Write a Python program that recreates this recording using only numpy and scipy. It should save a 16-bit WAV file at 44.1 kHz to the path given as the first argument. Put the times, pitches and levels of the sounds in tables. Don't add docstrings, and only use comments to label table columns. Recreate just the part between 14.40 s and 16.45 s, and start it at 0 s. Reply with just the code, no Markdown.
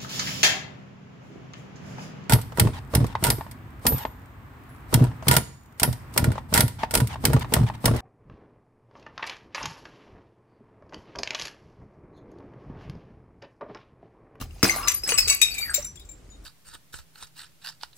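import sys
import numpy as np
from scipy import signal
from scipy.fft import rfft, irfft, next_fast_len
from scipy.io import wavfile

SR = 44100
rng = np.random.default_rng(int(sys.argv[2]) if len(sys.argv) > 2 else 0)


def generate_wav(signal):
    frames = np.transpose(np.atleast_2d(signal))
    scaled = np.clip(frames, -1, 1) * 32767
    pcm = np.round(scaled).astype(np.int16)
    wavfile.write(sys.argv[1], SR, pcm)


def field_ratio(decibels):
    return 10 ** (np.asarray(decibels, dtype=float) / 20)


N = 90405


def rms_one(x):
    return x / np.sqrt(np.mean(x ** 2) + 1e-20)


def in_time(rows):
    time_s, *columns = np.transpose(rows)
    return [np.interp(np.arange(N) / SR, time_s, column) for column in columns]


def colour(x, points):
    hz, level_db = np.transpose(points)
    n = next_fast_len(N + 4096)
    bin_hz = np.arange(n // 2 + 1) * SR / n
    gain = field_ratio(np.interp(np.log(bin_hz + 1), np.log(hz), level_db))
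    return irfft(rfft(x, n) * gain, n)[..., :N]


def ring(x, hz, t60_s):
    r = field_ratio(-60 / (t60_s * SR))
    w = 2 * np.pi * hz / SR
    return signal.lfilter([0, np.sin(w)], [1, -2 * r * np.cos(w), r * r], x + 1e-18)


def clicks(time_s, level_db):
    out = np.zeros(N)
    index = np.minimum((np.asarray(time_s) * SR).astype(int), N - 1)
    np.add.at(out, index, field_ratio(level_db))
    return out


def fade(x, t60_s):
    return signal.lfilter([1], [1, -field_ratio(-60 / (t60_s * SR))], x + 1e-18)


def place(x, pan_db, lag_samples):
    t = np.arange(N)
    x = x * np.ones((2, 1))
    left = np.interp(t - lag_samples / 2, t, x[0]) * field_ratio(pan_db / 2)
    right = np.interp(t + lag_samples / 2, t, x[1]) * field_ratio(-pan_db / 2)
    return np.array([left, right])


def grains(per_s, spread_db):
    size = field_ratio(spread_db * np.minimum(rng.exponential(1, N), 4)) * rng.choice([-1, 1], N)
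    return rms_one(size * (rng.random(N) < per_s / SR))


def crack(time_s, level_db, tail_s, glass):
    # (frequency [Hz], level [dB])
    crack_colour = [(400, -41.5), (1200, -13.5), (2400, 3), (3350, 1.5), (6500, 3), (10000, -2),
                    (16000, -2.5)]
    c = clicks(time_s, level_db)
    noise = rms_one(colour(np.roll(glass, rng.integers(N), axis=1), crack_colour))
    return noise * (0.22 * fade(c, 0.022) + 0.26 * fade(c, tail_s) - 0.33 * fade(c, 0.005))


def strike(c, hz, t60_s, contact_s):
    tumble_per_s, tumble_db = 140, 5
    knots = rng.standard_normal((3, 600))
    t = np.arange(N) * tumble_per_s / SR
    sway = [np.interp(t, np.arange(600), .7 * knots[0] + .7 * own) for own in knots[1:]]
    swell = ring(c, hz, t60_s) - 0.79 * ring(c, hz, contact_s)
    return swell * field_ratio(tumble_db * np.array(sway))


def burst(glass):
    # (time [s], peak [dB])
    bursts = [
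        (0.229, 3.5),
    ]
    # (frequency [Hz], level [dB], t60 [s])
    body_modes = [(72.6, -7, 0.045), (119.4, -5.5, 0.076), (194.8, -5, 0.13), (277.7, -4, 0.1),
                  (343.3, -10, 0.2), (452, -10.5, 0.087), (1260, -0.5, 0.014), (2150, -3.5, 0.011)]
    thud_db, crack_db, tail_s = -13.5, -5.5, 0.074
    time_s, peak_db = np.transpose(bursts)
    out = crack(time_s, peak_db + crack_db, tail_s, glass)
    for k, (hz, level_db, t60_s) in enumerate(body_modes):
        out = out + ring(clicks(time_s, peak_db + thud_db + level_db), hz, t60_s) * (-1) ** k
    return out


def piece(modes, hits, glass):
    contact_s, crack_tail_s, spread_db = 0.013, 0.091, 2.5
    time_s, peak_db, crack_db = np.transpose(hits)
    uneven_db = rng.normal(0, spread_db, (len(time_s), len(modes)))
    out = crack(time_s, peak_db + crack_db, crack_tail_s, glass)
    for k, (hz, level_db, t60_s) in enumerate(modes):
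        c = clicks(time_s, peak_db + level_db + uneven_db[:, k])
        out = out + strike(c, hz, t60_s, contact_s)
    return out


def large_pieces(glass):
    # (frequency [Hz], level [dB], t60 [s])
    modes_a = [(2590, 12, 0.017), (4595, -12.5, 0.86), (5225, 8, 0.11), (8030, -1.5, 0.06),
               (8230, -6, 0.056), (11590, 0, 0.065), (12750, -10.5, 0.07), (15100, -21.5, .08)]
    modes_b = [(2242, -14.5, 0.12), (2732, -8.5, .15), (3868, -11, 0.13), (4530, -12.5, .1),
               (5160, -17.5, 0.095), (5900, -12, 0.077), (6200, -10.5, 0.081), (7950, -0.5, 0.065),
               (8350, -8, 0.044), (9420, -14.5, 0.11), (10380, -15.5, 0.11), (11600, -18, 0.15),
               (13100, -13, .08), (14700, -13.5, .06)]
    modes_c = [(3760, -10, 0.21), (5240, -27, 0.32), (5965, -15, 0.15), (6500, -19.5, 0.11),
               (7200, -13, 0.098), (7920, -5.5, 0.11), (8130, -12, 0.091), (10400, -14, 0.12),
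               (11420, -9, 0.16), (12690, -15.5, 0.08), (13900, -12, 0.071), (15310, -6, 0.054)]
    modes_d = [(2340, -17.5, 0.12), (3750, -8.5, 0.074), (3920, -13.5, .05), (5940, -14, .12),
               (6300, -21, .08), (7355, 1, 0.093), (7380, -0.5, 0.064), (7780, -9.5, .05),
               (8866, -16, 0.048), (9860, -21.5, .08), (11300, -5.5, .05), (11800, -11, 0.078),
               (12700, -24.5, 0.072), (15540, -5.5, .06)]
    # (time [s], peak [dB], crack re peak [dB])
    hits_a = [
        (0.6351, -31.5, 0),
        (0.777, -24.5, 13),
        (.783, -15, 5.5),
        (.790, -17, -5),
    ]
    hits_b = [
        (0.69, -28, 16.5),
        (0.8756, -20.5, 6),
        (0.8865, -19.5, 4),
        (0.898, -9, -5),
        (0.925, -32, 21),
    ]
    hits_c = [
        (1.0152, -7, 0.5),
        (1.141, -32.5, 8),
        (1.181, -25.5, 3),
        (2.04, -49, -16),
    ]
    hits_d = [(0.4743, -29, 17), (0.481, -22, 13), (0.517, -36.5, 15.5), (1.342, -16, 2.5), (1.359, -28, 1),
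              (1.423, -48, -16), (1.446, -33.5, -16), (1.556, -48.5, 8.5), (1.595, -57, 13),
              (1.649, -52, -11), (1.689, -45.5, -16), (1.7133, -47, -11)]
    # (left-right [dB], left lag [samples])
    places = [
        (3.5, -6),
        (4.5, -5.5),
        (8.5, -5),
        (9, -5.5),
    ]
    all_modes = (modes_a, modes_b, modes_c, modes_d)
    all_hits = (hits_a, hits_b, hits_c, hits_d)
    return sum(place(piece(modes, hits, glass), pan_db, lag_samples)
               for modes, hits, (pan_db, lag_samples) in zip(all_modes, all_hits, places))


def shards(glass):
    # (time [s], frequency [Hz], level [dB], t60 [s])
    shard_hits = [(.109, 2800, -43, 0.0089), (.295, 2112, -9, 0.022), (.298, 6150, -26, 0.079),
                  (.362, 11100, -25.5, 0.14), (.43, 5116, -32.5, 0.16), (.484, 6000, -11, 0.032),
                  (.542, 11400, -21.5, .12), (.548, 4900, -43, 0.28), (.676, 7900, -21.5, 0.046),
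                  (.688, 6195, -26, 0.15), (.692, 9150, -24.5, .1), (0.51, 11390, -32.5, 0.085),
                  (.69, 4580, -30.5, 0.19), (.72, 2890, -14.5, 0.021), (.738, 7820, -22, 0.066),
                  (1.1, 13000, -40.5, .1), (.905, 1142, -35, 0.14), (.905, 2722, -30.5, 0.14),
                  (.94, 11400, -29, 0.097), (1.115, 4570, -30, .1), (1.3, 8150, -29, .04),
                  (1, 6300, -36, 0.068), (1.181, 2340, -28, 0.069), (1.187, 7100, -31, 0.034),
                  (1.19, 12750, -37, 0.051), (1.208, 11370, -32.5, 0.34), (1.21, 4585, -29.5, 0.24),
                  (1.228, 2356, -25.5, 0.039), (1.232, 15100, -39, 0.053), (1.424, 5900, -36.5, 0.081),
                  (1.445, 11120, -29.5, 0.076), (1.464, 5900, -37.5, 0.13), (2.1, 11200, -44, .06),
                  (1.57, 3400, -49.5, 0.12), (1.6, 3760, -42, 0.084), (1.901, 6900, -51, 0.1),
                  (1.919, 3740, -47.5, .13)]
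    crack_db = -6.5
    all_s, _, all_db, _ = np.transpose(shard_hits)
    out = crack(all_s, all_db + crack_db, 0.04, glass)
    for time_s, hz, level_db, t60_s in shard_hits:
        out = out + strike(clicks([time_s], level_db + 6.5), hz, t60_s, 0.36 * t60_s)
    return out


def ticks(glass):
    # (time [s], peak [dB], t60 [s], centre [Hz])
    tick_hits = [(.012, -26, 0.015, 9000), (.306, -18, .02, 14000), (.347, -28, .02, 9000),
                 (.360, -18, 0.033, 12500), (.484, -10, 0.02, 7000), (.516, -19, .02, 9000),
                 (0.675, -23, 0.022, 9000), (.688, -22.5, 0.055, 11000), (.72, -13.5, 0.044, 1975),
                 (.784, -8, 0.017, 6000), (0.882, -8, 0.027, 6500), (1.011, -25, .02, 7000),
                 (1.017, -7, 0.027, 9000), (1.033, -16, 0.026, 6000), (1.259, -36, .02, 8000),
                 (1.336, -23.5, .02, 7500), (1.446, -40, 0.019, 14000), (1.597, -41.5, 0.034, 13500),
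                 (1.891, -46, 0.021, 2000)]
    length = 4000
    out = np.zeros((2, N))
    for time_s, peak_db, t60_s, hz in tick_hits:
        i = int(time_s * SR)
        band = signal.butter(1, [hz * .65, min(hz * 1.4, 18000)], "band", fs=SR, output="sos")
        noise = rms_one(signal.sosfilt(band, glass[:, N - i - length:N - i]))
        out[:, i:i + length] += noise * field_ratio(peak_db - 8 - 60 * np.arange(length) / SR / t60_s)
    return out


def knocks():
    # (time [s], frequency [Hz], level [dB], t60 [s])
    knock_hits = [(.638, 397, -33, 0.028), (.688, 521, -28, 0.031), (0.72, 465, -21.5, 0.042),
                  (0.721, 1000, -22.5, 0.016), (.735, 1158, -29, 0.11), (.87, 437, -33.5, 0.049),
                  (1.379, 580, -23.5, 0.061)]
    out = np.zeros(N)
    for time_s, hz, level_db, t60_s in knock_hits:
        out += ring(clicks([time_s], level_db + 6), hz, t60_s)
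        out -= ring(clicks([time_s], level_db + 7.5), hz, 0.42 * t60_s)
    return out


def skid():
    # (time [s], level [dB])
    skid_path = [
        (.3, -55),
        (.33, -34.5),
        (.375, -37.5),
        (.385, -35),
        (.47, -36),
        (.52, -41.5),
        (.56, -79),
    ]
    modes_hz = (1050, 1146, 1172, 1340)
    before, after = (skid_path[0][0] - .03, -90), (skid_path[-1][0] + .04, -90)
    level_db, = in_time([before] + skid_path + [after])
    grit = rng.standard_normal(N)
    body = sum(ring(grit, hz, 0.095) * weight for hz, weight in zip(modes_hz, (0.29, 1.0, 1.0, 0.53)))
    return field_ratio(level_db) * rms_one(body)


def lid():
    # (time [s], level [dB], pitch [Hz])
    roll = [
        (0.969, -40, 2595),
        (1.001, -43, 2542),
        (1.13, -37, 2497),
        (1.229, -41, 2308),
        (1.267, -35.5, 1900),
        (1.311, -40.5, 1549),
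        (1.342, -44.5, 1400),
        (1.36, -74, 1286),
    ]
    ticks_per_s, width_hz = 250, 270
    before, after = (roll[0][0] - .03, -90, 2600), (roll[-1][0] + .03, -90, 1200)
    level_db, hz = in_time([before] + roll + [after])
    r = np.exp(-np.pi * width_hz / SR)
    rim = grains(ticks_per_s, 7.0) + 0.72 * rng.standard_normal(N)
    throb = signal.lfilter([1], [1, -2 * r, r * r], rim)
    return field_ratio(level_db) * rms_one(throb * np.sin(2 * np.pi * np.cumsum(hz) / SR))


def splinters():
    dead_hz = (3350, 9500, 12150, 13700)
    dead_db, patchy_db, grains_per_s, t60_s, bands = -7.5, 4.5, 2400, 0.018, 56
    out = (rng.standard_normal((2, N)) + rng.standard_normal(N)) * 0.12
    for hz in np.linspace(300, 15900, bands) + rng.uniform(-120, 120, bands):
        side_db = rng.uniform(-2.4, 3.26)
        patch = np.interp(np.arange(N) / SR * 25, np.arange(60), rng.standard_normal(60))
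        dead = np.exp(-((hz - np.array(dead_hz)) / 350) ** 2).sum()
        grit = rng.standard_normal((2, N)) * 0.5 + rng.standard_normal(N) * 0.48
        grit = grit + 0.64 * grains(grains_per_s / bands, 4.12)
        tone = 0.13 * rms_one(ring(grit, hz, t60_s))
        out = out + tone * field_ratio(patchy_db * patch + dead_db * dead) * field_ratio([[side_db], [-side_db]])
    return rms_one(out)


def scatter(glass):
    # (time [s], level [dB])
    scatter_path = [(.010, -43), (.013, -33), (.08, -62.5), (.228, -52), (.235, -20), (.33, -32.5),
                    (.46, -40), (.62, -56), (.7, -29.5), (.77, -42), (.9, -38.5), (1.0, -49.5), (1.2, -45),
                    (1.32, -49.5), (1.4, -43), (1.52, -66.5), (2.05, -67)]
    # (frequency [Hz], level [dB])
    scatter_colour = [(300, -1), (700, -3), (2200, -3), (3350, -4), (5500, -5.5), (10000, -10.5),
                      (16000, -12)]
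    level_db, = in_time(scatter_path)
    return field_ratio(level_db) * rms_one(colour(glass, scatter_colour))


def stairwell(x):
    t60_s, echo_db, wall_cut_hz = 0.25, -5.5, 7600
    t = np.arange(int(.5 * SR)) / SR
    noise = rng.standard_normal((2, len(t))) * (t > .004)
    low = signal.sosfilt(signal.butter(1, wall_cut_hz, fs=SR, output="sos"), noise)
    echo = low * field_ratio(-60 * t / t60_s) + (noise - low) * field_ratio(-60 * t / t60_s / 0.5)
    echo = echo / np.sqrt(np.sum(echo ** 2, axis=1, keepdims=True))
    return field_ratio(echo_db) * signal.fftconvolve(x[None], echo, axes=1)[:, :N]


def air():
    # (frequency [Hz], level [dB])
    air_colour = [(22, -20), (45, 5), (100, -21), (300, -18.5), (900, -33), (4000, -42), (9000, -42.5),
                  (16000, -73)]
    # (time [s], level [dB])
    wind_path = [(0, -31), (.2, -47), (.3, -37.5), (.7, -48.5), (.84, -35), (1.0, -54), (1.43, -40.5),
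                 (1.7, -52), (2.05, -48.5)]
    air_db = -46.5
    mid, side = colour(rng.standard_normal((2, N)), air_colour)
    side = signal.lfilter([1, -1], [1, -.95], side)
    hum = rms_one(mid + 0.87 * side * [[1], [-1]])
    wind_db, = in_time(wind_path)
    band = signal.butter(2, [35, 100], "band", fs=SR, output="sos")
    wind = signal.sosfilt(band, rng.standard_normal((2, N)))
    wind = rms_one(wind[0] + 0.12 * wind[1] * [[1], [-1]])
    return field_ratio(air_db - 3) * hum + field_ratio(wind_db - 4.0) * wind


def scene():
    glass = splinters()
    near = large_pieces(glass)
    near = near + place(burst(glass), 2.2, -3)
    near = near + place(shards(glass), 6.7, -6.0)
    near = near + place(ticks(glass), 4.0, -4.5)
    near = near + place(skid(), 0.39, -2.0)
    near = near + place(lid(), 0.31, -5.0)
    to_walls = signal.lfilter([1, -1], [1, -.9], near.mean(axis=0))
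    return near + stairwell(to_walls) + place(knocks(), 1.3, -7.5) + scatter(glass) + air()


def top_cut(x):
    return signal.sosfilt(signal.butter(12, 17170, fs=SR, output="sos"), x)


def record(dry):
    cutoff_hz = 15900
    rounded = 1.2 * np.tanh(dry / 1.2)
    lowpass = signal.cheby2(8, 22, cutoff_hz + 350, fs=SR, output="sos")
    mix = signal.sosfilt(lowpass, rounded)
    return top_cut(mix)


dry = scene()
out = record(dry)
generate_wav(out)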